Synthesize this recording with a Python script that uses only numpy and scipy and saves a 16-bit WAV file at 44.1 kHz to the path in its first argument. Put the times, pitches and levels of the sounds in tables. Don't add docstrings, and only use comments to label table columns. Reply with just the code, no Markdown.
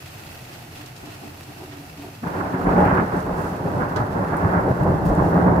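import sys
import numpy as np
from scipy import signal
from scipy.fft import rfft, irfft, next_fast_len
from scipy.io import wavfile
from scipy.ndimage import uniform_filter1d, minimum_filter1d

SR = 44100
rng = np.random.default_rng(int(sys.argv[2]) if len(sys.argv) > 2 else 0)


def materialize(psi):
    bounded = np.clip(np.atleast_2d(psi).T, -1, 1)
    quanta = np.round(bounded * 32767).astype(np.int16)
    wavfile.write(sys.argv[1], SR, quanta)


N = 246959
T = np.arange(N) / SR
FFT_SIZE = next_fast_len(N, True)
HZ = np.maximum(np.arange(FFT_SIZE // 2 + 1) * SR / FFT_SIZE, 1)
ROLL_START_S = 2.229

# (frequency [Hz], side minus mid [dB])
STEREO_WIDTH = [(50, -31), (150, -18.5), (300, -12.5), (500, -3.5), (660, -7.5), (950, 1), (1550, 4),
                (2400, -1), (5000, 4)]


def undb(db):
    return 10 ** (np.asarray(db) / 20)


def curves(table):
    times, *columns = np.transpose(table)
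    return [undb(np.interp(T, times, db)) for db in columns]


def colour(points):
    hz, db = np.transpose(points)
    return undb(np.interp(np.log(HZ), np.log(hz), db))


def resonance(hz, width_hz):
    return 1 / (1 + 1j * (HZ / hz - hz / HZ) * hz / width_hz)


def peaks(modes):
    return sum(undb(db) * np.abs(resonance(hz, width)) ** 2 for hz, width, db in modes)


def below(hz, order):
    return 1 / np.sqrt(1 + (HZ / hz) ** (2 * order))


def causal(gain):
    cepstrum = irfft(np.log(gain + 1e-6), FFT_SIZE)
    first_half = np.arange(FFT_SIZE) < FFT_SIZE // 2
    return np.exp(rfft(2 * cepstrum * first_half) - cepstrum[0])


def through(x, response):
    return irfft(rfft(x, FFT_SIZE) * response, FFT_SIZE)[..., :N]


def ports():
    return np.array([np.ones(len(HZ)), colour(STEREO_WIDTH)])


def unit(x):
    return x / np.std(x[0])


def even(x, span_s):
    power = uniform_filter1d(x[0] ** 2, int(span_s * SR))
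    return x / np.sqrt(uniform_filter1d(power, int(span_s * SR / 2)) + 1e-18)


def impacts(per_s, spread_db):
    hits = (rng.random((2, N)) < per_s / SR) * rng.standard_normal((2, N))
    return hits * undb(spread_db * np.minimum(rng.exponential(size=(2, N)), 4))


def swell(start_s, length_s, attack_s, release_s):
    rise = np.clip((T - start_s) / attack_s, 0, 1)
    return rise * np.exp(-np.maximum(T - start_s - length_s, 0) / release_s)


def drone():
    # (centre [Hz], width [Hz], level [dB])
    modes = [(52, 70, -8), (87.8, 13, 5.5), (101.7, 7.7, 3.5), (125.7, 17, 5), (155.3, 8.8, 1),
             (159, 36, -8), (240, 150, -8), (360, 210, -15.5), (727, 310, -11.5)]
    hum = even(through(rng.standard_normal((2, N)), peaks(modes)), span_s=0.11)
    return undb(-42) * through(hum, ports())


def sleet():
    # (time [s], level [dB])
    easing = [(0.02, -51.5), (.82, -52.5), (.92, -54), (1.05, -52.5), (1.93, -54), (3.7, -56),
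              (4.88, -57.5), (5.42, -56), (5.5, -58)]
    # (frequency [Hz], level [dB])
    hiss_colour = [(700, 9.5), (1000, 2.5), (1400, 6.5), (2200, 3), (2700, 3.5), (3400, -1.5), (4300, -1),
                   (9200, -8), (11800, -6.7), (13300, -6), (14700, -10), (15600, -16)]
    far_flurry, near_flurry = unit(through(rng.standard_normal((2, N)), below(11.4, order=2)))
    skitter = rfft(rng.standard_normal(N) * np.exp(-T / .0025), FFT_SIZE)
    wash = rng.standard_normal((2, N))
    pellets = unit(through(impacts(per_s=900, spread_db=3), skitter))
    tone = colour(hiss_colour) * (1 - below(260, order=1))
    hiss = through(wash + undb(-4.5) * pellets, causal(tone))
    hiss /= np.std(through(hiss[0], HZ > 3500))
    patter = unit(through(impacts(per_s=1800, spread_db=-2.5), resonance(2700, 2500) ** 2))
    fall = undb(1 + .8 * far_flurry) * hiss + undb(-13.5 + 7 * np.tanh(near_flurry)) * patter
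    return curves(easing)[0] * fall


def rustles():
    # (start [s], length [s], level [dB], centre [Hz])
    swells = [(0.05, 0.03, -49.5, 2390), (0.517, 0.034, -50.5, 2000), (0.757, 0.088, -52, 2100),
              (0.962, .018, -52, 4470), (1.047, 0.097, -50.5, 2100), (1.712, 0.024, -46.5, 1500),
              (1.977, .04, -53, 2480), (3.155, 0.056, -55.5, 5950), (3.365, 0.14, -55, 6900),
              (5.047, 0.045, -52.5, 5000), (5.205, 0.098, -59, 4970)]
    out, q = np.zeros((2, N)), 0.52
    for start, length, db, hz in swells:
        grains = unit(through(impacts(per_s=9000, spread_db=1.5), resonance(hz, hz / q) ** 2))
        out += undb(db) * swell(start, length, attack_s=0.011, release_s=0.016) * grains
    return out


def ticks():
    # (time [s], level [dB], centre [Hz], width [Hz], decay [s])
    hits = [(0.2653, -45, 4200, 3000, 0.0033), (.315, -45, 3000, 4000, .003), (0.45, -48, 3200, 4000, .004),
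            (0.756, -45, 3200, 2400, 0.0055), (.81, -41.5, 1900, 1800, .007),
            (0.8598, -44.5, 4500, 6000, 0.011), (0.9625, -45, 4200, 5000, 0.007),
            (1.059, -50, 5500, 5000, .003), (1.432, -47, 4500, 8000, .008), (3.2025, -47, 5000, 8000, .003),
            (3.961, -35.5, 4440, 3370, 0.0038), (3.966, -46, 3600, 4500, 0.025),
            (4.3683, -37.5, 9500, 5000, 0.0016), (5.054, -50, 13000, 9000, 0.018),
            (5.1507, -44, 8500, 6000, .002), (5.288, -52, 12500, 6000, 0.0073)]
    out, size = np.zeros((2, N)), 8192
    age = T[:size]
    burst_hz = np.arange(size // 2 + 1) * SR / size
    attack = 1 - np.exp(-age / .0004)
    wall_tail = undb(-16) * np.exp(-age / .025)
    for time, db, hz, width, decay in hits:
        envelope = attack * (np.exp(-age / decay) + wall_tail)
        tone = np.interp(burst_hz, HZ, np.abs(resonance(hz, width)) ** 2)
        burst = unit(irfft(rfft(rng.standard_normal((2, size))) * tone))
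        start = int(time * SR)
        out[:, start:start + size] += undb(db) * envelope * burst
    return out


def grumble():
    # (start [s], length [s], level [dB], pitch [Hz])
    swells = [(0.0, 0.35, -56, 331), (.64, 0.09, -52.5, 313), (0.774, 0.031, -41.5, 300),
              (1.011, 0.085, -41.5, 294), (1.203, 0.079, -41, 294), (1.465, 0.023, -40.5, 293),
              (1.579, 0.089, -40.5, 301), (1.709, 0.09, -42.5, 287), (1.969, 0.094, -38, 285),
              (2.327, 0.14, -32, 288), (2.509, 0.12, -30.5, 269)]
    # (centre [Hz], width [Hz], level [dB])
    balcony_modes = [(223, 6.1, 1), (373, 8.9, -11), (382, 73, -6), (650, 22, -7.5), (710, 34, -11.5),
                     (840, 430, -17)]
    out = np.zeros((2, N))
    balcony = peaks(balcony_modes)
    shocks = impacts(per_s=1300, spread_db=3.5)
    for start, length, db, hz in swells:
        tone = balcony + undb(7) * np.abs(resonance(hz, width_hz=22)) ** 2
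        ring = even(through(shocks, tone), span_s=0.045)
        out += undb(db) * swell(start, length, attack_s=0.028, release_s=0.058) * ring
    return through(out, ports())


def booms():
    # (peak time [s], half length [s], centre [Hz], width [Hz], level [dB])
    swells = [(2.236, 0.0062, 236, 50, -27.5), (2.635, .02, 300, 28, -28.5), (2.7, 0.031, 49.7, 54, -24),
              (2.787, 0.13, 182.5, 10, -22), (2.773, 0.028, 232.5, 14, -24), (2.818, 0.047, 798, 75, -23),
              (2.823, 0.044, 55.6, 62, -27), (2.92, 0.017, 144, 68, -18), (3.02, 0.022, 220, 71, -22),
              (3.334, .06, 48, 40, -36), (3.691, 0.019, 92, 26, -28.5), (3.775, 0.014, 99, 23, -21),
              (4.01, 0.014, 105, 24, -19), (4.212, 0.022, 104, 15, -30.5), (4.458, 0.016, 100, 49, -19),
              (4.575, 0.012, 99, 24, -20.5), (4.718, 0.0116, 123, 47, -15), (4.89, 0.023, 121, 41, -21),
              (4.95, 0.014, 168, 64, -15.5), (5.076, 0.035, 170.7, 26, -21.5), (5.104, 0.026, 45, 41, -22),
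              (5.205, 0.018, 175, 28, -21), (5.388, 0.021, 270, 25, -18), (5.356, 0.016, 176, 43, -21),
              (5.462, 0.0076, 104, 58, -20)]
    out = np.zeros((2, N))
    for time, half_length, hz, width, db in swells:
        ring = even(through(rng.standard_normal((2, N)), resonance(hz, width) ** 2), span_s=0.078)
        out += undb(db) * np.exp(-.5 * ((T - time) / half_length) ** 2) * ring
    return through(out, ports())


def cracks():
    # (start [s], length [s], level [dB], centre [Hz])
    volleys = [(2.232, 0.0086, -37, 1100), (2.263, .008, -35, 1500), (2.399, 0.013, -30.5, 1200),
               (2.607, 0.0087, -26.5, 740), (2.686, 0.014, -27.5, 890), (2.774, 0.054, -23.5, 446),
               (2.965, 0.016, -27.5, 1100), (3.01, 0.024, -24, 373), (3.287, 0.026, -29.5, 450),
               (3.803, 0.028, -31.5, 1200), (3.91, 0.015, -31, 650), (3.968, .008, -30, 1300),
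               (3.997, 0.012, -27.5, 875), (4.327, 0.015, -26, 1310), (4.802, 0.016, -32, 600),
               (5.189, 0.011, -25, 1030), (5.344, 0.023, -26, 700), (5.473, 0.017, -26, 885)]
    out, q = np.zeros((2, N)), 0.86
    path = below(1620, order=5) * ports()
    shocks = impacts(per_s=4400, spread_db=3.5)
    for start, length, db, hz in volleys:
        volley = even(through(shocks, path * resonance(hz, hz / q) ** 2), span_s=0.02)
        out += undb(db) * swell(start, length, attack_s=0.0097, release_s=0.0077) * volley
    return out


def valley_path():
    # (frequency [Hz], level [dB])
    shock_colour = [(20, -79), (42, -8), (62, -15), (88, 3.5), (135, 2.5), (205, -5.5), (330, -7),
                    (450, -8.5), (820, -9), (1200, -19), (1600, -20), (2100, -27), (3000, -56.5)]
    # (centre [Hz], width [Hz], level [dB])
    eaves_modes = [(170, 15, 3), (182, 6.2, 4), (266, 5, -0.5), (296, 22, -1), (371, 19, -3.5),
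                   (601, 53, -6.5)]
    eaves_power = sum(np.abs(2 * undb(db) * resonance(hz, width)) ** 2 for hz, width, db in eaves_modes)
    air = below(2080, order=4)
    return causal(colour(shock_colour) * np.sqrt(1 + eaves_power) * air)


def claps(path):
    # (time [s], peak level [dB], dulled above [Hz])
    arrivals = [(2.262, -24, 1800), (2.541, -14, 1090), (2.67, -12, 800), (2.743, -15, 500),
                (2.809, -16, 700), (2.83, -10.5, 1200), (2.86, -10, 900), (2.933, -10, 900),
                (2.983, -10, 1200), (3.018, -14, 600), (3.167, -24, 250), (3.279, -30, 300),
                (3.39, -21, 400), (3.525, -25, 700), (3.654, -20, 250), (3.827, -19, 200),
                (3.912, -17, 900), (3.973, -17, 347), (4.332, -16, 500), (4.456, -17, 250),
                (4.699, -16, 600), (4.719, -19, 180), (4.805, -15, 250), (4.827, -18, 180),
                (4.874, -16, 400), (4.896, -8.5, 250), (4.954, -20, 222), (5.116, -17, 700),
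                (5.207, -12, 250), (5.223, -6, 1000), (5.363, -9.5, 400), (5.518, -17, 350)]
    out, size = np.zeros(N), 8192
    front = irfft(path, FFT_SIZE)[:size]
    for time, db, cutoff_hz in arrivals:
        shock = signal.sosfilt(signal.butter(2, cutoff_hz, fs=SR, output="sos"), front)
        shock /= np.abs(shock).max()
        start = int(time * SR)
        out[start:start + size] += undb(db) * shock[:N - start]
    return np.array([out, undb(-20) * out])


def roll_gains():
    # (time [s], level [dB], extra crackle [dB])
    rumble_levels = [(2.25, -33, 1), (3.1, -30.5, 4.5), (3.23, -32, 2), (3.4, -31, 3), (3.6, -30.5, -1),
                     (3.93, -31, 3.5), (4.1, -30, 0), (4.24, -30, 4.5), (4.38, -27, 4), (4.68, -30, 3),
                     (4.76, -31, 3.5), (4.84, -25, -1.5), (5.02, -25.5, -3), (5.6, -20.5, -2)]
    # (start [s], length [s], level [dB], extra bass [dB], extra crackle [dB])
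    surges = [(2.252, 0.018, -34, 9, 8), (2.325, 0.15, -33, 0.5, 4.5), (2.528, 0.015, -37.5, 7, 16),
              (2.611, 0.021, -32, -7.5, -9), (2.646, 0.09, -21, -10, -1.5), (2.747, 0.1, -20, -1, -0.5),
              (2.833, 0.17, -23, -2.5, 6), (3.113, 0.064, -26, 2, -1.5), (3.247, 0.072, -29, -1.5, -4),
              (3.361, 0.039, -27, -0.5, -1), (3.43, 0.033, -34.5, 7, 7.5), (3.63, 0.073, -27.5, -0.5, -13),
              (3.73, 0.087, -27, -1, -24), (3.791, 0.058, -30, -4, 7), (3.942, 0.089, -28.5, -2, 4),
              (4.138, 0.093, -27, 0, -7), (4.31, 0.029, -26.5, -2, -8), (4.396, 0.11, -27, 1.5, 1.5),
              (4.517, 0.081, -23.5, 0.5, 3.5), (4.625, 0.093, -22, -7, -11), (4.78, 0.037, -26, 6, -14),
              (4.849, 0.039, -18.5, -3, -8), (4.9, 0.032, -30, -1, -18), (5.083, 0.041, -21.5, -15, -11),
              (5.164, 0.09, -23.5, 4, -7), (5.307, 0.13, -25, -9, -0.5), (5.44, 0.062, -21, 5, -12)]
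    rumble, extra_crackle = curves(rumble_levels)
    power = np.array([rumble, rumble, rumble * extra_crackle]) ** 2
    for start, length, db, bass_db, crackle_db in surges:
        surge = undb(db) * swell(start, length, attack_s=0.021, release_s=0.028)
        power += np.outer([undb(bass_db), 1, undb(crackle_db)], surge) ** 2
    bass, body, crackle = np.sqrt(power)
    deepen_db_per_s = 1.2
    bass *= undb(deepen_db_per_s * (T - ROLL_START_S))
    return undb(-16) * bass, undb(-5) * bass, undb(-4.5) * body, undb(-4.2) * body, undb(-11.5) * crackle


def thunder_roll(path):
    direct = unit(impacts(per_s=2200, spread_db=0.5))
    scattered = undb(1.5) * rng.standard_normal((2, N))
    shocks = through(direct + scattered, path * ports())
    crossovers = [below(70, order=7), below(215, order=8), below(430, order=8), below(1000, order=6), 1]
    deep_gain, *band_gains = roll_gains()
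    roll = deep_gain * even(through(shocks, crossovers[0]), span_s=0.62)
    for low, high, gain in zip(crossovers, crossovers[1:], band_gains):
        band = through(shocks, np.sqrt(np.abs(high ** 2 - low ** 2)))
        roll += gain * even(band, span_s=0.1)
    travel_loss = np.exp(-np.maximum(T - ROLL_START_S, 0) / 2.4)
    tearing_tone = np.abs(resonance(2180, 1200)) ** 3 * below(3400, order=6)
    tearing = unit(through(impacts(per_s=900, spread_db=-1), tearing_tone))
    crackle_gain = band_gains[-1] / band_gains[-1].max()
    roll += undb(-40) * travel_loss * crackle_gain ** 1.24 * tearing
    onset = np.clip((T - ROLL_START_S) / .008, 0, 1)
    return roll * onset


def scene():
    # (frequency [Hz], left minus right [dB])
    balance = [(100, -0.55), (480, 0.5), (900, -1.5), (1200, -4.5), (1500, -6), (2200, -1.5), (4400, -0.5),
               (8100, 1.5), (13000, -0.5)]
    path = valley_path()
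    thunder = thunder_roll(path) + claps(path) + cracks() + booms() + grumble()
    soft_ends = np.clip(np.minimum(T, T[-1] - T) / .004, 0, 1)
    mid, side = (thunder + drone() + sleet() + rustles() + ticks()) * soft_ends
    lean = np.sqrt(colour(balance))
    return through(np.array([mid + side, mid - side]), np.array([lean, 1 / lean]))


def record(dry):
    bottom_hz, top_hz, ceiling = 24, 15600, .68
    dry = signal.sosfilt(signal.butter(2, bottom_hz, "high", fs=SR, output="sos"), dry)
    needed_gain = np.minimum(1, ceiling / (np.abs(dry).max(axis=0) + 1e-9))
    held_gain = minimum_filter1d(needed_gain, size=600)
    gain = uniform_filter1d(uniform_filter1d(held_gain, size=300), size=300)
    return signal.sosfilt(signal.ellip(10, .2, 80, top_hz, fs=SR, output="sos"), dry * gain)


dry = scene()
out = record(dry)
materialize(out)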